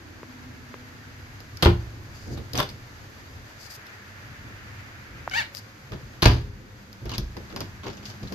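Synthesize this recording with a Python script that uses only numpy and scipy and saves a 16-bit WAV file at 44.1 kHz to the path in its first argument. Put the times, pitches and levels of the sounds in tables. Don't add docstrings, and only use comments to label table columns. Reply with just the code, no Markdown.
import sys
import numpy as np
from scipy import signal
from scipy.fft import rfft, irfft, next_fast_len
from scipy.io import wavfile

SR = 44100
rng = np.random.default_rng(int(sys.argv[2]) if len(sys.argv) > 2 else 0)


def undo_db(level):
    steps = np.asarray(level, float) / 20
    return 10 ** steps


def wav_record(signal):
    frames = np.transpose(np.atleast_2d(signal))
    bounded = np.clip(frames, -1, 1)
    quanta = np.round(bounded * 32767).astype(np.int16)
    wavfile.write(sys.argv[1], SR, quanta)


N = 368058

# f/Hz, density/dB per Hz
AIR = [(15, -60), (25, -6.5), (54, -20), (102, -7.5), (145, -11.5), (182, -20), (224, -16.5), (471, -23),
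       (579, -23.5), (698, -25), (774, -24.5), (1030, -25), (1700, -21.5), (3500, -33.5), (4550, -39),
       (7700, -120)]
# f/Hz, density/dB per Hz
MICROPHONE = [(1650, -3.5), (2800, -3), (4180, -3), (4950, -1), (5200, -6.5), (6520, -5), (7230, -11.5),
              (9600, -25.5), (11900, -9), (13600, -22.5), (15100, -21), (16000, -93)]
# f/Hz, likeness/-1 to 1
LIKENESS = [(60, 0.91), (180, 0.96), (550, 0.45), (1650, -0.23), (4970, 0.088), (15000, -0.11)]
# f/Hz, density/dB per Hz
WOOD = [(250, -1), (700, -2), (1000, -2), (1400, -4.5), (2200, -9), (3200, -11.5), (6000, -28),
        (12000, -55)]
# t/s, rumble/dB
FOOTING = [(0.0, -51), (0.95, -48.5), (1.72, -44.5), (2.3, -43.5), (2.56, -44), (2.88, -48), (3.3, -47.5),
           (3.44, -50.5), (3.88, -55), (4.48, -45), (5.8, -52.5), (5.94, -52), (6.46, -40.5), (6.69, -49.5),
           (6.97, -52), (7.22, -44), (8.06, -48.5), (8.34, -44.5)]
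# t/s, air level/dB, openness toward the shelves/0-1
FACING = [(0.0, 0.5, 0.32), (1.16, 1, 0.45), (1.9, 1.4, 0), (3.45, 2, 0), (3.86, 1.5, 1), (4.14, 1, 0.73),
          (4.6, 1.65, 0.98), (5.39, 0.5, 1), (5.63, 0.5, 0.2), (6.2, 0.5, 0.16), (6.5, -3, 0.27),
          (6.85, -1.5, 0), (7.3, 0.5, .05), (7.6, 3, 0.1), (7.85, -0.5, 0.5), (8.35, 3, 0)]
# f/Hz, nearest/s, level there/dB, loss/dB per s
PANEL_HUM = [
    (250, 0.5, -48, 13.5),
    (502, .6, -67, 9),
    (317, 0.13, -52, 30),
    (1690, 3.9, -57, 14),
    (560, 5.42, -55, 70),
    (524, 6.6, -62, 16),
    (140, 5.95, -41, 98),
    (194, 7.05, -56, 2.5),
    (195.6, 8.43, -43.5, 24),
]
# t/s, hold/s, boom/dB, wood/dB
PUSHES = [(0.0, 0.18, -61, -55), (.39, 0.2, -50.5, -63), (1.8, 0.3, -54, -52.5), (2.278, 0.13, -33, -44),
          (2.544, 0.042, -33.5, -35.5), (2.7, 0.07, -43, -73), (3.3, 0.146, -47, -73),
          (4.24, 0.077, -47, -64), (4.45, 0.056, -56, -51), (5.1, 0.31, -47, -64.5),
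          (5.918, 0.041, -32, -45.5), (6.04, 0.033, -41.5, -63), (6.33, 0.043, -30, -42),
          (7.02, 0.034, -41.5, -48), (7.05, 0.026, -34.5, -56), (7.12, 0.012, -38, -37.5),
          (7.19, 0.02, -33.5, -66), (7.368, 0.0083, -41, -35.5), (7.535, 0.083, -36, -39),
          (7.865, 0.028, -42, -37.5), (7.96, 0.057, -52, -55), (8.07, 0.044, -46.5, -60),
          (8.232, 0.0071, -29.5, -52), (8.322, .01, -57, -35.5)]
# f/Hz, width/Hz, level/dB
HOLLOW_PANELS = [(54.4, 8.7, 3.5), (80, 6.3, 2), (114.8, 9.5, 5), (193, 77, 6.5), (268, 17, 8.5),
                 (333, 52, 11), (425, 190, -33), (506, 71, -2.5)]
# t/s, peak/dB, lowest f/Hz, touch/s, way and share/+ press, - release
CASE_TICKS = [
    (0.2316, -24, 120, 0.00063, 0.98),
    (0.7418, -20.5, 120, 0.00049, 0.84),
    (5.277, -8.5, 560, 0.00091, -1.06),
]
# t/s, crack peak/dB, wood/dB, rattle t60/s, left-right/dB
TICKS = [(1.4035, -35, -44, 0.05, 0), (1.5714, -24, -50, .021, -4), (2.5334, -17.5, -56, 0.037, 4),
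         (2.5535, -19, -35, .03, 2), (2.6005, -18, -40, .02, 2), (7.1165, -27, -31, .03, 0),
         (3.867, -33, -50, 0.026, 11), (5.2974, -27.5, -40, 0.011, -17), (5.5492, -26, -46, 0.0077, 29),
         (5.57, -30, -55, 0.0096, 26), (5.592, -38, -60, .01, 15), (5.9192, -36, -31, 0.05, -1),
         (6.929, -28, -48, 0.02, 0), (7.1808, -23, -38.5, 0.076, 9), (7.181, -14, -28, 0.012, -7),
         (7.367, -31.5, -33, 0.048, -0.5), (7.5255, -35, -32, 0.012, -1), (7.562, -15.5, -24, 0.013, 4.5),
         (7.5655, -40, -31, 0.053, -3), (7.572, -36, -37, .02, 8), (7.6056, -12, -26, 0.015, 2),
         (7.607, -44, -31, 0.054, -5), (7.615, -32, -31.5, 0.011, 16), (8.3227, -27, -36.5, 0.09, 4)]
# t/s, crack peak/dB, wood/dB, rattle t60/s, left-right/dB
METAL_TICKS = [
    (1.6245, -14, -40, .02, 0),
    (2.5332, -24, -56, .02, 3),
    (2.6025, -20, -40, .015, 2),
    (6.2212, -18, -40, .03, 2),
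    (7.0555, -33, -50, .012, 0),
    (7.0937, -32, -50, .02, 0),
    (7.1812, -22, -30, .015, 0),
]
# t/s, crack peak/dB, crack f/Hz, wood/dB, rattle t60/s
FIRST_SHUT = [
    (1.6245, -7.5, 4200, -11, 0.035),
    (1.6285, -5.5, 3120, -13, 0.037),
    (1.6364, -18, 2600, -41, 0.037),
    (1.6495, -7.5, 3900, -28, 0.03),
    (1.6565, -17, 2500, -9, 0.071),
    (1.686, -33, 2300, -30, 0.14),
]
PULLED_OPEN = [(2.374, -33.5, 3700, -39, 0.11), (2.553, -21.5, 3250, -29, 0.11),
               (2.584, -24, 3000, -28, 0.074), (2.576, -13.5, 5950, -29.5, 0.11),
               (2.591, -25, 3380, -22, 0.067), (2.601, -11.5, 3440, -13.5, 0.031),
               (2.627, -24, 3200, -28.5, 0.072), (2.616, -29, 4500, -30, .03), (2.626, -29, 5800, -45, .03),
               (2.545, -42, 2500, -34, .04), (2.6904, -27, 4500, -49, 0.032), (2.7, -30, 5100, -48, .04)]
SECOND_SHUT = [(5.932, -34, 3500, -38, .07), (5.96, -43, 3400, -51, 0.026),
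               (6.2213, -11, 3420, -14.5, 0.058), (6.2248, -9, 4100, -19, 0.081),
               (6.2415, -15, 3000, -25, .04), (6.2552, -5, 4200, -8, 0.031), (6.257, -7, 2190, -11, 0.031),
               (6.267, -14, 2630, -30, 0.061), (6.279, -17, 3000, -36, 0.044),
               (6.2947, -25, 2670, -24, 0.044), (6.305, -26.5, 4400, -34, 0.33)]
PASSAGE = [(7.0557, -36.5, 5330, -37, 0.11), (7.0937, -25, 4200, -36, 0.082),
           (7.116, -29, 2900, -37, 0.087), (7.565, -30, 4100, -41, 0.088), (7.609, -28, 4100, -43, .1),
           (7.5, -38, 4120, -38, 0.099), (7.8332, -33.5, 3310, -37.5, 0.24), (7.864, -33, 4420, -37, 0.059),
           (7.877, -29, 2800, -35, 0.072), (7.9, -34, 4360, -50, 0.05), (7.93, -36, 5200, -52, .07),
           (7.97, -36, 6200, -45, 0.12), (8.028, -35, 2350, -41.5, 0.088), (8.054, -27, 5070, -49, 0.13),
           (8.1, -32.5, 4970, -44, 0.12), (8.23, -36, 4850, -46, 0.13), (8.273, -31, 3930, -55, 0.071)]
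DOOR_PAN_DB = [0.5, 0.5, 2.4, 0.55, 3]
DOOR_TOP_DB = [-1, -0.5, -6, -7, -12]
DOOR_GAP_DB = [-13, -12, -16, -24, -26]
# t/s, peak/dB, softness/Hz
SLAMS = [
    [(1.629, -26, 1500), (1.658, -7.5, 403), (1.675, -16, 375)],
    [(6.23, -25, 500), (6.2585, -7, 270), (6.277, -18, 398)],
    [(7.062, -33, 300), (7.181, -23, 300), (7.23, -27.5, 150), (7.367, -38, 900)],
]
# f/Hz, level/dB, t60/s
CABINETS = [
    [(45.6, -11, 0.48), (63, -10, 0.64), (85, 9, 0.37), (113.7, -1.5, 0.44), (150, -3.5, 0.28),
     (179, -4.5, 0.31), (225, -3.5, 0.13), (261, -12, 0.2), (347, 5.5, 0.23), (398, 4, 0.1), (527, 4, 0.1),
     (724, -22, 0.12), (921, -22, .15)],
    [(45, -14, 0.98), (56, 3, 0.29), (78.7, 1, 0.58), (105.5, 2, 0.31), (120.4, 3, 0.36), (157.5, -4, 0.23),
     (190, -0.5, 0.29), (259, -1, 0.35), (290, -1, 0.2), (336, -7, 0.36), (408.5, -10, 0.85),
     (673, -6, 0.13), (970, -26, .15)],
    [(40.6, 2, 0.31), (64.5, 3.5, 0.4), (93, -7, 0.27), (122.5, -0.5, 0.23), (194.6, 4.5, 0.14),
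     (366, 4, 0.16)],
]
# t/s, peak/dB, softness/Hz
LEAF_KNOCKS = [(2.578, -30, 2500), (2.594, -19.5, 2500), (2.603, -16, 6000), (2.625, -29, 5000),
               (7.564, -36, 3000), (7.571, -40, 3000), (7.608, -35, 3000), (7.617, -39, 3000),
               (7.835, -35, 3000), (7.845, -40, 3000), (7.857, -33.5, 3000), (7.873, -36, 2500)]
# f/Hz, level/dB, t60/s
LEAF = [(298, -21, .15), (398, -5, 0.18), (588, -5.5, 0.096), (835, -24, 0.061), (953, -6, .07),
        (1057, 1.5, 0.061), (1127, -7, .07), (1340, -6, 0.072), (1670, -14, .08), (3450, -12, 0.08)]
# t/s, peak/dB, softness/Hz
SPRING_KNOCKS = [
    [(2.588, -28, 9000), (2.602, -23, 9000), (2.612, -28, 9000), (2.626, -27, 9000), (2.637, -30, 9000)],
    [(7.117, -36, 8000), (7.123, -36.5, 8000), (7.129, -34, 8000)],
    [(7.866, -32.5, 1500), (7.876, -31, 1500), (7.887, -35, 1500)],
]
# f/Hz, level/dB, t60/s
SPRINGS = [
    [(3435, -4, 0.093), (3590, -2, 0.068)],
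    [(2897, 4.5, .06), (1066, 6, .05), (4200, -2, .04)],
    [(398, 5, 0.14), (300, -3, 0.068), (458, -6, .08)],
]
# t/s, peak/dB, softness/Hz
PANEL_KNOCKS = [
    [(1.625, -27, 6000), (1.629, -25, 5000), (1.65, -30, 6000), (1.657, -21, 3000), (1.668, -27, 3000),
     (1.686, -31, 3000)],
    [(6.2225, -28, 6000), (6.227, -25, 6000), (6.243, -30, 6000), (6.2558, -20, 6000), (6.2575, -21, 5000),
     (6.267, -27, 5000), (6.279, -28, 4000), (6.295, -28, 4000)],
]
# f/Hz, level/dB, t60/s
DOOR_PANELS = [
    [(700, -0.5, .1), (923, -1, .09), (1287, -10, .12), (1420, -8, .12), (1515, -10, .12), (2260, -9, .12),
     (2380, -12, .12), (2869, -14, .12)],
    [(718, -4, .14), (830, -8, .12), (990, -5.5, .14), (1220, -11, .15), (1450, -7, .13), (1615, -5, .06),
     (1764, -5, .1), (1933, -9, .12), (2300, -9, .12), (2520, -6, .1), (2720, -7, .1), (2850, -10, .1)],
]
# t/s, hold/s, level/dB, top octave relative/dB
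SLEEVE = [
    (2.142, 0.18, -57.5, -8),
    (2.335, 0.013, -52.5, -9),
    (3.604, 0.061, -49, -6.5),
    (3.71, 0.05, -47, -3),
    (5.56, 0.027, -45, -3.5),
    (8.057, 0.051, -52, -7),
]
# t/s, effort/dB, unevenness of the slips/dB
SQUEAK = [
    (5.311, -35, 5),
    (5.333, -37, 2),
    (5.337, -27, 3),
    (5.356, -25.5, 2),
    (5.381, -24, 0),
    (5.402, -26, 2),
    (5.413, -28, 7),
    (5.424, -35, 4),
    (5.445, -49, 4),
]
# t/s, rate/slips per s
SLIPS = [
    (5.311, 705),
    (5.333, 735),
    (5.348, 758),
    (5.356, 815),
    (5.368, 895),
    (5.382, 948),
    (5.402, 880),
    (5.414, 810),
    (5.445, 630),
]
# f/Hz, level/dB
HINGE_BODY = [(380, -22), (580, 2), (760, -4), (900, 2.5), (1150, -7), (1450, 1.5), (1850, 9.5), (2090, -2),
              (2270, 9), (2550, -7), (2850, 3.5), (3300, -9), (3700, -2.5), (4600, -4), (5400, -15),
              (8000, -29)]


def rms_one(x):
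    return x / np.sqrt(np.mean(x ** 2) + 1e-20)


def in_time(rows, silent=-120):
    s, *columns = np.transpose(rows)
    return [np.interp(np.arange(N) / SR, s, c, silent, silent) for c in columns]


def at_hz(points, hz):
    point_hz, level = np.array(points).T
    return np.interp(np.log(hz), np.log(point_hz), level)


def drift(rate):
    r = np.exp(-80 * np.pi * rate / SR)
    slow = signal.lfilter([1], [1, -2 * r, r * r], rng.standard_normal(N // 40 + 2002))[2000:]
    return np.interp(np.arange(N) / 40, np.arange(len(slow)), rms_one(slow))


def stereo_noise(colour_db, length=N):
    size = next_fast_len(length, real=True)
    hz = np.fft.rfftfreq(size, 1 / SR) + 1
    alike = np.clip(at_hz(LIKENESS, hz), -.9, .99)
    mid, side = rfft(rng.standard_normal((2, size))) * undo_db(colour_db(hz))
    ports = np.sqrt(.5 + alike / 2) * mid + np.sqrt(.5 - alike / 2) * side * [[1], [-1]]
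    return rms_one(irfft(ports, size)[:, :length])


def band(x, low_hz, high_hz):
    return signal.sosfilt(signal.butter(2, [low_hz, high_hz], "band", fs=SR, output="sos"), x)


def treble(cut_hz):
    return stereo_noise(lambda hz: at_hz(MICROPHONE, hz) - 20 * np.log10(1 + (cut_hz / hz) ** 3))


def swells(rows, rise_db_per_s, fall_db_per_s):
    t = np.arange(0, N + 32, 32) / SR
    s, hold, *levels = np.transpose(rows)[:, :, None]
    before, after = np.maximum(s - t, 0), np.maximum(t - s - np.abs(hold), 0)
    shape_db = -rise_db_per_s * before - fall_db_per_s * after
    return [np.interp(np.arange(N) / SR, t, undo_db(db + shape_db).sum(axis=0)) for db in levels]


def background():
    air, other = (stereo_noise(lambda hz: at_hz(AIR, hz)) for _ in range(2))
    rumble_db, = in_time(FOOTING, silent=None)
    air_db, openness = in_time(FACING, silent=None)
    air_db = air_db + .5 * drift(11.4)
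    hum_db = -55.5 + 0.34 * (rumble_db - rumble_db.mean())
    hollow_db = -53.5 + air_db + 5 * openness
    out = undo_db(rumble_db + 1.5 + drift(36)) * rms_one(band(air, 34.3, 119.0))
    out += undo_db(hum_db + 1.2 * drift(26.0)) * rms_one(band(other, 209, 377))
    out += undo_db(-55 + air_db) * rms_one(band(air, 420, 1250))
    out += undo_db(hollow_db) * rms_one(band(other, 1250, 3000))
    for hz, nearest_s, db, loss_db in PANEL_HUM:
        away_s = np.abs(np.arange(N) / SR - nearest_s)
        out += undo_db(db - loss_db * away_s) * rms_one(band(air, hz / 1.05, hz * 1.05))
    return out + undo_db(-56.5 + air_db) * treble(cut_hz=2100)


def handling():
    pushes = stereo_noise(lambda hz: -20 * np.log10(1 + (hz / 600) ** 3 + (42 / hz) ** 2))
    pushes = pushes * undo_db(2.5 * drift(30))
    rung = []
    for hz, width_hz, level_db in HOLLOW_PANELS:
        r = np.exp(-np.pi * width_hz / SR)
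        poles = [1, -2 * r * np.cos(2 * np.pi * hz / SR), r * r]
        rung.append(undo_db(level_db) * signal.lfilter([1 - r, 0, r - 1], poles, pushes))
    boom, wood = swells(PUSHES, rise_db_per_s=1400, fall_db_per_s=285)
    return boom * rms_one(sum(rung[:3])) + wood * rms_one(sum(rung[3:]))


def case_ticks():
    rebound_s, rebound_share = 0.00132, 0.64
    out = np.zeros(N)
    for s, peak_db, low_hz, touch_s, way in CASE_TICKS:
        age = np.arange(-400, 800) / SR - touch_s / 2
        pop = np.exp(-(4 * age / touch_s) ** 2)
        if way > 0:
            pop -= rebound_share * np.exp(-(1.8 * (age - rebound_s) / touch_s) ** 2)
        pop[400:405] += 0.06
        pop = signal.sosfiltfilt(signal.butter(4, low_hz, "high", fs=SR, output="sos"), pop)
        out[round(s * SR) - 400:][:1200] += way * undo_db(peak_db) * pop
    return out


def contacts(table, snap, rise_s, broad_db, cut_hz, port_db):
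    port_hz = 11800
    out = np.zeros((2, N))
    grain = undo_db(3.16 * drift(340))
    bright = grain * treble(cut_hz)
    dull = grain * stereo_noise(lambda hz: at_hz(WOOD, hz))
    body, top = band(bright, 300, 8200), band(bright, 8200, 15500)
    gap = rms_one(band(bright, 7300, 10600))
    for s, crack_db, hz, wood_db, t60, pan_db, top_db, gap_db in table:
        now = slice(round(s * SR), round(s * SR) + SR // 5)
        age = np.arange(bright[:, now].shape[1]) / SR
        dying = undo_db(-60 * age / max(t60, .004)) * np.minimum(age / rise_s, 1)
        broad = body[:, now] + undo_db(top_db) * top[:, now] + undo_db(gap_db) * gap[:, now]
        pitched = rms_one(band(bright[:, now], hz / 1.21, hz * 1.12))
        crack = undo_db(broad_db) * broad + 0.29 * pitched
        fading = 1.4 * np.exp(-age / .0007) * np.minimum(age / .0003, 1) ** 2
        port_lag = np.array([[0], [1.7]]) * np.minimum(age * hz, 1)
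        ping = snap * fading * np.sin(2 * np.pi * hz * age + port_lag)
        ping = ping + undo_db(port_db + top_db) * fading * np.sin(2 * np.pi * port_hz * age)
        side = undo_db(np.array([[pan_db], [-pan_db]]) / 2)
        click = undo_db(crack_db - 14) * (dying * crack + ping)
        out[:, now] += side * (click + undo_db(wood_db - 1.0) * dying * dull[:, now])
    return out


def small_ticks():
    hz, gap_db = 5000, -17
    table = []
    for rows, top_db in ((TICKS, -2.5), (METAL_TICKS, 5)):
        table += [(s, db, hz, *rest, top_db, gap_db) for s, db, *rest in rows]
    return contacts(table, snap=2.7, rise_s=0.00071, broad_db=3.5, cut_hz=3800, port_db=-2)


def room(x):
    t60_s, level_db = 0.25, -7
    age = np.arange(SR // 2) / SR
    tail = stereo_noise(lambda hz: -10 * np.log10(1 + (hz / 4500) ** 2), len(age))
    tail = tail * undo_db(-60 * age / t60_s) * np.minimum(age / 0.0074, 1)
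    tail *= undo_db(level_db) / np.sqrt(np.sum(tail ** 2) / 2)
    return signal.fftconvolve(x.mean(axis=0)[None], tail, axes=1)[:, :N]


def door_contacts():
    bolt = [(s, -27 + rng.normal(0, 1.5), 3300 * rng.uniform(0.77, 1.3), -35.5, 0.033)
            for s in 7.136 + .005 * np.arange(5)]
    doors = (FIRST_SHUT, PULLED_OPEN, SECOND_SHUT, PASSAGE, bolt)
    table = []
    for rows, *colour in zip(doors, DOOR_PAN_DB, DOOR_TOP_DB, DOOR_GAP_DB):
        table += [(*row, *colour) for row in rows]
    return contacts(table, snap=5.0, rise_s=0.0023, broad_db=4.0, cut_hz=2050, port_db=-6)


def ringing(blows, modes):
    push = np.full(N, 1e-18)
    for s, peak_db, soft_hz in blows:
        touch = np.hanning(round(SR / soft_hz) + 3)
        push[round(s * SR):][:len(touch)] -= undo_db(peak_db) * touch / touch.sum()
    out = np.zeros(N)
    for hz, level_db, t60 in modes:
        r, w = undo_db(-60 / (t60 * SR)), 2 * np.pi * hz / SR
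        out += signal.lfilter([0, undo_db(level_db - 5.5) * np.sin(w)], [1, -2 * r * np.cos(w), r * r], push)
    return out


def slams():
    blows = SLAMS + [LEAF_KNOCKS] + SPRING_KNOCKS + PANEL_KNOCKS
    bodies = CABINETS + [LEAF] + SPRINGS + DOOR_PANELS
    boom = sum(ringing(b, modes) for b, modes in zip(blows, bodies))
    return boom + undo_db(-16) * band(band(boom, 110, 1500), 110, 1500) * [[1], [-1]]


def sleeve():
    peak_hz = 5050
    strokes = [(s, hold, db, db + top_db) for s, hold, db, top_db in SLEEVE]
    level, top = swells(strokes, rise_db_per_s=700, fall_db_per_s=900)
    rub = treble(cut_hz=6800)
    low = rms_one(band(rub, 2800, 8600)) + 0.49 * rms_one(band(rub, peak_hz / 1.17, peak_hz * 1.07))
    edge = band(band(rub, 8000, 10600), 8000, 10600)
    high = rms_one(band(rub, 8000, 16000)) + .45 * rms_one(edge)
    return undo_db(2.0 * drift(130)) * undo_db([[2.5], [-2.5]]) * (level * low + top * high)


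def hinge():
    (rate,), (tone_db, uneven_db) = in_time(SLIPS), in_time(SQUEAK)
    grit_db = np.where(rate > 0, -38.5 + 0.82 * (tone_db + 30), tone_db)
    rate = np.maximum(rate, 100)
    jitter = .011 + .00015 * np.clip(880 - rate, 0, 200)
    wobble = drift(200)
    phase = 2 * np.pi * np.cumsum(rate * (1 + jitter * wobble)) / SR
    slowness = (rate.max() - rate) / 100
    tone = 0
    for k in range(1, 9):
        level_db = at_hz(HINGE_BODY, k * rate) - 5 * max(k - 4, 0) * slowness + 2.5 * drift(75)
        tone = tone + undo_db(level_db) * np.sin(k * phase + 7 * rng.random())
    stutter = np.clip(np.roll(wobble, SR), -2, 1.3) - 0.7
    tone = tone * undo_db(np.clip(uneven_db, 0, 12) * stutter) * undo_db([[2.0], [-2.0]])
    tone[1] = -np.roll(tone[1], 6)
    rasp = stereo_noise(lambda hz: at_hz(HINGE_BODY, hz) + 3.4 * np.log2(np.minimum(hz, 2600) / 2600))
    keep = undo_db(-60 / (0.22 * SR))
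    lingering = signal.lfilter([1 - keep], [1, -keep], undo_db(tone_db - 2))
    grit = undo_db(grit_db) * band(treble(cut_hz=520), 1000, 11000)
    return undo_db(tone_db - 5.5) * tone + lingering * undo_db(-4) * rasp + grit


def scene():
    doors, ticks, squeak = door_contacts(), small_ticks(), hinge()
    wet = room(doors + 0.76 * ticks + .3 * squeak)
    close = handling() + sleeve() + case_ticks()
    return doors + ticks + squeak + wet + slams() + close + background()


def band_limit(x):
    return signal.sosfilt(signal.butter(12, 16460, fs=SR, output="sos"), x)


def record(dry):
    low_cut = signal.sosfilt(signal.butter(2, 38, "high", fs=SR, output="sos"), dry)
    rounded = 1.05 * np.tanh(low_cut / 1.05)
    top_cut = signal.cheby2(10, 50, 16400, fs=SR, output="sos")
    return band_limit(signal.sosfilt(top_cut, rounded))


dry = scene()
out = record(dry)
wav_record(out)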